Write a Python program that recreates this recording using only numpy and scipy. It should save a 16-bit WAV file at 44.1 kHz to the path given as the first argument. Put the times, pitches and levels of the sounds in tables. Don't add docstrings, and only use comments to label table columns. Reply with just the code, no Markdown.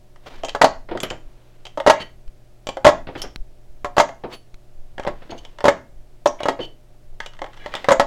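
import sys
import numpy as np
from scipy import signal
from scipy.fft import rfft, irfft, next_fast_len
from scipy.io import wavfile
from scipy.ndimage import uniform_filter1d

SR = 44100
rng = np.random.default_rng(int(sys.argv[2]) if len(sys.argv) > 2 else 0)


def bounce(signal):
    frames = np.transpose(np.atleast_2d(signal))
    limited = np.clip(frames, -1, 1)
    pcm = np.round(limited * 32767).astype(np.int16)
    wavfile.write(sys.argv[1], SR, pcm)


N = 355710
AGE_S = np.arange(SR // 3) / SR

# frequency in Hz, relative density in dB.
AIR_SPECTRUM = [(100, -8), (280, -13.5), (460, -16), (680, -16), (1000, -26), (5800, -34), (16000, -42)]
RUMBLE_SPECTRUM = [(5, -1.5), (15, 7.5), (30, -11), (50, -14), (80, -27), (150, -39), (400, -72.5)]
CLOTH_SPECTRUM = [(100, 1), (300, 9.5), (800, 8), (1500, 2), (3500, -1.5), (7000, -15.5), (10000, -26),
                  (16000, -26.5)]
THUD_SPECTRUM = [(40, -15.5), (110, -8), (200, -3.5), (290, 3.5), (450, 3), (650, 1), (900, -4),
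                 (6000, -71.5)]
SCUFF_SPECTRUM = [(400, 15.5), (900, 9.5), (1800, 9), (3500, 0.5), (5000, -9.5), (8000, -42), (16000, -103)]
CHINK_SPECTRUM = [(1400, -21.5), (2400, -2), (3150, 7), (3900, -4), (5500, -6.5), (7000, -12.5),
                  (8300, -16), (9800, -26.5), (16000, -33.5)]
WALL_SPECTRUM = [(300, -23.5), (650, -4), (900, 4), (1300, -7), (2000, -7), (2500, -20.5), (12000, -61.5)]
CRACK_SPECTRUM = [(1200, -20), (2400, 1), (3200, 3.5), (4500, -2), (7200, -8), (8300, -14.5),
                  (11000, -20.5), (16000, -33.5)]
TICK_SPECTRUM = [(60, 28.0), (1000, -6.5), (4000, -1), (12000, -30), (16000, -23)]
# frequency in Hz, rms level in dB.
HUM_PARTIALS = [(120, -57), (360, -66), (600, -67.5), (720, -74.5)]
# frequency in Hz, T60 in seconds.
ROOM_DECAY = [(100, 0.61), (500, 0.27), (1500, 0.31), (4000, 0.25), (7000, 0.3), (10000, 0.08),
              (16000, 0.2)]
# frequency in Hz, relative level in dB, T60 in seconds.
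BLOCK_MODES = [(277, -27, 0.23), (394, -18, 0.11), (519, -10.5, 0.048), (574.6, -8.5, 0.17),
               (669, -13.5, 0.25), (762, -10.5, 0.061)]
WALL_MODES = [(824, -0.5, 0.12), (930, -8.5, 0.17), (1080, -8, 0.2), (1097, -5, 0.14), (1283, 2, 0.072),
              (1350, -7, 0.091), (1662, -13.5, 0.15), (1697, -3.5, 0.11), (1932, 1.5, 0.08),
              (2104, 2.5, 0.063)]
HELD_CASE_MODES = [(2350, -2.5, .1), (2880, -1.5, 0.089), (3310, -3.5, 0.069), (3920, -8.5, 0.052),
                   (4720, -4.5, 0.056), (5460, -15.5, 0.16), (6300, -6.5, 0.082), (6950, -8.5, 0.097),
                   (7410, -11, 0.15), (9000, -13.5, .07)]
HANGING_CASE_MODES = [(3030, 10, 0.035), (4350, -7, 0.028), (4460, 8.5, 0.046), (6550, -6, 0.044),
                      (6320, -0.5, 0.0363), (9470, -10, 0.16), (10350, -1.5, 0.23), (13160, -11, .14),
                      (13600, -7, .14), (15300, -8, .13)]

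# midpoint in seconds, length in seconds, level in dB.
STROKES = [(0.275, 0.023, -40), (0.338, 0.16, -45), (1.393, 0.67, -61.5), (3.21, 0.15, -45.5),
           (4.335, 0.053, -37.5), (5.34, 0.56, -54.5), (7.8, 0.47, -45)]
# midpoint in seconds, peak in dB.
PUFFS = [(1.272, -30.5), (2.285, -23.5), (3.413, -17.5), (4.548, -29.5)]
# start in seconds, level in dB.
TICKS = [(2.279, -40.5), (3.36, -30.5), (4.543, -44.5)]
# start in seconds, thud in dB, scuff in dB.
BUMPS = [(0.888, -40, -37.5), (0.912, -27.5, -32), (0.951, -24, -39), (1.032, -34, -24),
         (1.108, -31.5, -29.5), (2.002, -51.5, -31.5), (3.07, -53, -32.5), (3.086, -31.5, -40),
         (3.153, -35.5, -33.5), (3.238, -37, -34), (4.237, -29, -34), (5.066, -28.5, -27),
         (5.219, -45.5, -44), (5.294, -36, -43), (5.32, -31.5, -38), (6.591, -26.5, -36)]
# start in seconds, length in seconds, base level in dB.
FUMBLES = [(5.015, .03, -35.5), (7.207, .075, -43), (7.332, .04, -46), (7.527, .05, -42.5),
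           (7.752, .04, -37)]
# start in seconds, level in dB, block response in dB.
TAPS = [(0.16, -49, -54), (0.26, -49, -44), (0.974, -29.5, -45), (1.801, -25, -23), (2.77, -34, -25),
        (4.09, -36, -31), (4.981, -31.5, -33.5), (4.997, -32.5, -27), (5.05, -37, -29.5),
        (5.586, -35, -38.5), (5.606, -31, -36), (6.404, -31.5, -25), (7.203, -25, -38.5),
        (7.391, -38.5, -47), (7.418, -30, -26), (7.442, -34, -31.5), (7.463, -41, -51), (7.661, -29.5, -29),
        (7.739, -25, -33), (7.844, -27, -29.5)]
# start in seconds, length in seconds, level in dB.
SCRAPES = [(0.443, 0.055, -47), (1.907, 0.13, -39.5), (6.384, 0.15, -45), (7.588, 0.068, -47.5),
           (7.718, 0.068, -41.5)]
# start and length in seconds, then low, middle and high modes in dB.
SLIDES = [(1.998, .035, -40, -43, -66), (3.173, .033, -45, -52.5, -63), (4.323, 0.032, -50.5, -46.5, -57),
          (5.303, 0.017, -48.5, -44.5, -76), (5.375, 0.021, -50, -52, -74), (6.6, 0.062, -37, -49.5, -71)]
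# start in seconds, level in dB, resonance in Hz.
SNAPS = [(0.447, -37, 6650), (.643, -22, 4450), (1.003, -34.5, 7150), (1.031, -36.5, 11100),
         (1.102, -43, 7100), (3.219, -31.5, 5430), (3.217, -41, 10400), (3.989, -29.5, 6600),
         (4.003, -28.5, 6250), (6.2717, -30, 5800), (7.918, -27, 7000)]
# start in seconds, level in dB, block response in dB, main ring in Hz.
CLINKS = [(0.435, -35, -23, 3110), (0.448, -32.5, -29, 3160), (0.485, -33, -32, 3120),
          (0.493, -30, -49.5, 3160), (1.003, -31, -49, 3410), (1.034, -25, -49, 3090),
          (1.102, -28.5, -48, 3070), (1.653, -37.5, -45, 3110), (1.667, -38.5, -43, 3130),
          (2.67, -30.5, -28, 7500), (2.689, -29, -24.5, 7400), (3.218, -30, -41, 5500),
          (5.45, -41, -45.5, 3060), (6.433, -29.5, -26.5, 2914), (7.261, -35, -39, 2945),
          (7.752, -27, -29, 3560)]
# start in seconds, strength in dB,
# hardness in dB (high edge-on, low flat), centre of the wall ring in Hz.
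KNOCKS = [(0.549, -22.5, 1.5, 1120), (0.6137, -12, -7.5, 1140), (0.6164, -16.5, 10, 1280),
          (0.635, -5.5, -29, 1110), (0.643, -1.5, -7, 1030), (1.774, -20.5, -5.5, 905),
          (1.864, -10.5, -3.5, 1130), (1.872, -9, -2, 1130), (1.879, -7, -7, 1060),
          (1.898, -3.5, -2.5, 960), (2.846, -23.5, 10.5, 920), (2.8504, -1, -7.5, 1020),
          (2.866, 5.5, -11.5, 1200), (2.888, -13.5, -1, 1200), (3.846, -22.5, 0, 1100),
          (3.967, -19.5, 1, 980), (3.981, -10.5, 0, 1170), (3.999, -4.5, -4, 1148), (5.074, -21, -3, 1180),
          (5.642, -15, -2.5, 890), (5.654, -12, -1.5, 990), (5.667, -14, -7, 885), (5.682, -5, -6, 1360),
          (6.258, -8.5, -5, 944), (6.456, -19.5, -2.5, 965), (6.485, -12, -3, 1090),
          (7.886, -11.5, -1, 1380), (7.907, -6.5, -8, 1400), (7.918, -6.5, -6.5, 1450),
          (7.997, -7.5, -3, 1310)]

GRAIN_DB, SCRAPE_T60_S = 5.5, 0.08
EMPTY_HZ, FULL_HZ, FILL_TAU_S = 684, 549, 3.2
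CRACK_DB, CRACK_DB_PER_DB = -9, 1.257
REBOUND_GAP_S, REBOUND_DB, REBOUND_CRACK_DB = 0.007, -11.5, 6.5


def amp(db):
    return 10 ** (np.asarray(db) / 20)


def unit_rms(x):
    return x / np.sqrt(np.mean(x ** 2) + 1e-20)


def unit_attack(x):
    return x / np.sqrt(np.mean(x[:353] ** 2) + 1e-20)


def log_interp(points, hz):
    points_hz, values = np.transpose(points)
    return np.interp(np.log(hz + 1), np.log(points_hz + 1), values)


def add(mix, start_s, sound):
    part = mix[round(start_s * SR):][:len(sound)]
    part += sound[:len(part)]


def colour(x, spectrum):
    size = next_fast_len(len(x) + 4096)
    log_gain = np.log(amp(log_interp(spectrum, abs(np.fft.fftfreq(size, 1 / SR)))))
    response = np.exp(np.conj(signal.hilbert(log_gain)))[:size // 2 + 1]
    return irfft(rfft(x, size) * response, size)[:len(x)]


def decay(t60_s):
    return amp(-60 * AGE_S / t60_s)


def grit():
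    noise, grain = rng.standard_normal((2, len(AGE_S)))
    return noise * amp(GRAIN_DB * np.clip(grain, -2, 2))


def burst(spectrum, t60_s, scrape_db=-np.inf):
    envelope = decay(t60_s) + amp(scrape_db) * decay(SCRAPE_T60_S)
    return unit_attack(colour(grit() * envelope, spectrum))


def ring(modes, scatter_db, detune):
    hz, db, t60_s = np.transpose(modes)[:, :, None]
    strength, shift, side = rng.standard_normal((3, len(modes), 1))
    waves = np.sign(side) * np.sin(2 * np.pi * hz * (1 + detune * shift) * AGE_S)
    return unit_attack((amp(db + scatter_db * strength) * decay(t60_s) * waves).sum(0))


def friction(response, length_s):
    contact = np.clip(np.minimum(AGE_S, length_s - AGE_S) / 0.0051, 0, 1)
    sound = signal.fftconvolve(grit() * contact, response)[:len(AGE_S)]
    return sound / np.sqrt(np.sum(sound ** 2) / (SR * length_s))


def background():
    t = np.arange(N) / SR
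    air_noise, rumble_noise, lumps = rng.standard_normal((3, N))
    swell = amp(3.5 * unit_rms(uniform_filter1d(lumps, size=9000)))
    air = unit_rms(colour(air_noise, AIR_SPECTRUM))
    rumble = unit_rms(colour(rumble_noise * swell, RUMBLE_SPECTRUM))
    hum = sum(amp(db) * np.sqrt(2) * np.sin(2 * np.pi * (hz * t + rng.random()))
              for hz, db in HUM_PARTIALS)
    return amp(-57) * air + amp(-38.5) * rumble + hum


def room(x, wet_db):
    echoes = rng.choice([-1., 1.], SR // 2) * (rng.random(SR // 2) < 0.12)
    echoes[:SR // 200] = 0
    hz, t, bands = signal.stft(echoes, SR, nperseg=256)
    bands = bands * amp(-60 * t / log_interp(ROOM_DECAY, hz)[:, None])
    tail = signal.istft(bands, SR, nperseg=256)[1]
    return x + amp(wet_db) * signal.fftconvolve(x, tail / np.linalg.norm(tail))[:N]


def sleeve():
    t = np.arange(N) / SR
    noise, grain = rng.standard_normal((2, N))
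    catches = amp(1.5 * unit_rms(uniform_filter1d(grain, size=300)))
    speed = sum(amp(db) * np.exp(-(2 * (t - mid_s) / length_s) ** 2) for mid_s, length_s, db in STROKES)
    puffs = sum(amp(db) * np.exp(-((t - mid_s) / 0.009) ** 2) for mid_s, db in PUFFS)
    return speed * unit_rms(colour(noise * catches, CLOTH_SPECTRUM)) - puffs


def ticks():
    out = np.zeros(N)
    for start_s, db in TICKS:
        add(out, start_s, amp(db) * burst(TICK_SPECTRUM, t60_s=0.0084))
    return out


def finger_bumps():
    out = np.zeros(N)
    for start_s, thud_db, scuff_db in BUMPS:
        add(out, start_s, amp(thud_db) * burst(THUD_SPECTRUM, t60_s=0.17))
        add(out, start_s, amp(scuff_db) * burst(SCUFF_SPECTRUM, t60_s=0.12))
    return out


def walls(centre_hz, width_oct, noise_db):
    def focus_db(hz):
        return -3 * (np.log2(hz / centre_hz) / width_oct) ** 2
    modes = [(hz, db + focus_db(hz), t60_s) for hz, db, t60_s in WALL_MODES]
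    spectrum = [(hz, db + focus_db(hz)) for hz, db in WALL_SPECTRUM]
    tones = ring(modes, scatter_db=4.5, detune=0.012)
    return unit_attack(tones + amp(noise_db) * burst(spectrum, t60_s=0.019, scrape_db=-8))


def touched_block():
    body = unit_attack(ring(BLOCK_MODES, scatter_db=4, detune=0.035) * decay(0.13))
    return body + amp(-8.5) * walls(centre_hz=798, width_oct=0.34, noise_db=-1.5)


def touched_wall():
    return walls(centre_hz=1620, width_oct=0.55, noise_db=5) * decay(0.098)


def chink(scrape_db=-13):
    return burst(CHINK_SPECTRUM, t60_s=0.018, scrape_db=scrape_db)


def fumbles(gap_s=0.014, spread_db=8):
    out = np.zeros(N)
    for start_s, length_s, db in FUMBLES:
        for k, (jitter, size) in enumerate(rng.random(size=(12, 2))):
            delay_s = (k + jitter) * gap_s
            contact = chink() + amp(5.5) * touched_wall()
            if delay_s < length_s:
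                add(out, start_s + delay_s, amp(db + spread_db * (2 * size - 2.5)) * contact)
    return out


def tip_taps():
    out = np.zeros(N)
    for start_s, db, block_db in TAPS:
        tap = touched_wall() + amp(-9.5) * chink()
        add(out, start_s, amp(db) * tap + amp(block_db) * touched_block())
    return out


def block_scrapes():
    out = np.zeros(N)
    modes = BLOCK_MODES[3:5] + WALL_MODES[6:] + HELD_CASE_MODES[:4]
    for start_s, length_s, db in SCRAPES:
        body = ring(modes, scatter_db=3.5, detune=0.016) * decay(0.08)
        add(out, start_s, amp(db) * friction(body, length_s))
    return out


def tray_slides():
    out = np.zeros(N)
    groups = HANGING_CASE_MODES[:1], HANGING_CASE_MODES[1:5], HANGING_CASE_MODES[5:]
    for start_s, length_s, low_db, mid_db, high_db in SLIDES:
        for modes, db in zip(groups, (low_db, mid_db, high_db)):
            case = ring(modes, scatter_db=6, detune=0.0009)
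            add(out, start_s, amp(db) * friction(case, length_s))
        rasp = friction(burst(CHINK_SPECTRUM, t60_s=0.0011), length_s)
        add(out, start_s, amp(mid_db + 1.5) * rasp)
    return out


def rim_snaps(q=4.8):
    out = np.zeros(N)
    grid_hz = np.geomspace(100, SR / 2, 120)
    for start_s, db, hz in SNAPS:
        band_db = -20 * np.log10(1 + (q * (grid_hz / hz - hz / grid_hz)) ** 2)
        spectrum = np.column_stack([grid_hz, band_db])
        add(out, start_s, amp(db) * burst(spectrum, t60_s=0.062, scrape_db=-19))
    return out


def case_clinks(ring_cycles=235, pair_ratio=0.82):
    out = np.zeros(N)
    for start_s, db, block_db, hz in CLINKS:
        t60_s = ring_cycles / hz
        pair = ring([(hz, 0, t60_s), (hz * pair_ratio, -5, t60_s / 2)], scatter_db=0, detune=0.003)
        pair *= 3600 / hz
        others = ring(HELD_CASE_MODES, scatter_db=3, detune=0.015) * decay(0.2)
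        brass = unit_attack(pair + amp(-3) * others + amp(4) * chink(scrape_db=-14))
        clink = brass + amp(-7) * touched_wall()
        add(out, start_s, amp(db) * clink + amp(block_db) * touched_block())
    return out


def seating_knocks():
    out = np.zeros(N)
    for start_s, strength_db, hardness_db, centre_hz in KNOCKS:
        note_hz = FULL_HZ + (EMPTY_HZ - FULL_HZ) * np.exp(-start_s / FILL_TAU_S)
        note = unit_attack(-np.sin(2 * np.pi * note_hz * AGE_S) * decay(0.075))
        body = ring(BLOCK_MODES, scatter_db=1, detune=0.025)
        bench = body + amp(-6.5) * burst(THUD_SPECTRUM, t60_s=0.11)
        bench_db = min(strength_db, -10) - 4
        add(out, start_s, amp(strength_db - 4) * note + amp(bench_db) * bench)
        gaps_s = REBOUND_GAP_S * (0.5 + rng.random(3))
        for k, delay_s in enumerate(np.cumsum(gaps_s) - gaps_s[0]):
            wall_db = strength_db + hardness_db + k * REBOUND_DB
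            crack_db = CRACK_DB + CRACK_DB_PER_DB * wall_db + k * REBOUND_CRACK_DB
            case = ring(HELD_CASE_MODES, scatter_db=3, detune=0.02)
            crack = burst(CRACK_SPECTRUM, t60_s=0.04, scrape_db=-4) + amp(-13) * case
            wall = walls(centre_hz, width_oct=0.55, noise_db=5.5)
            add(out, start_s + delay_s, amp(wall_db) * wall + amp(crack_db) * crack)
    return out


def scene():
    handling = case_clinks() + rim_snaps() + tray_slides() + block_scrapes() + finger_bumps()
    aligning = tip_taps() + fumbles()
    knocks = room(seating_knocks(), wet_db=-15)
    bench = knocks + room(handling, wet_db=-11.5) + room(aligning, wet_db=-11.5)
    return (bench + ticks() + sleeve() + background())[None]


def record(dry):
    clipped = dry / (1 + dry ** 8) ** (1 / 8)
    lowpass = signal.firwin(511, 16200, window=("kaiser", 9), fs=SR)
    return signal.oaconvolve(clipped, lowpass[None], "same")


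dry = scene()
out = record(dry)
bounce(out)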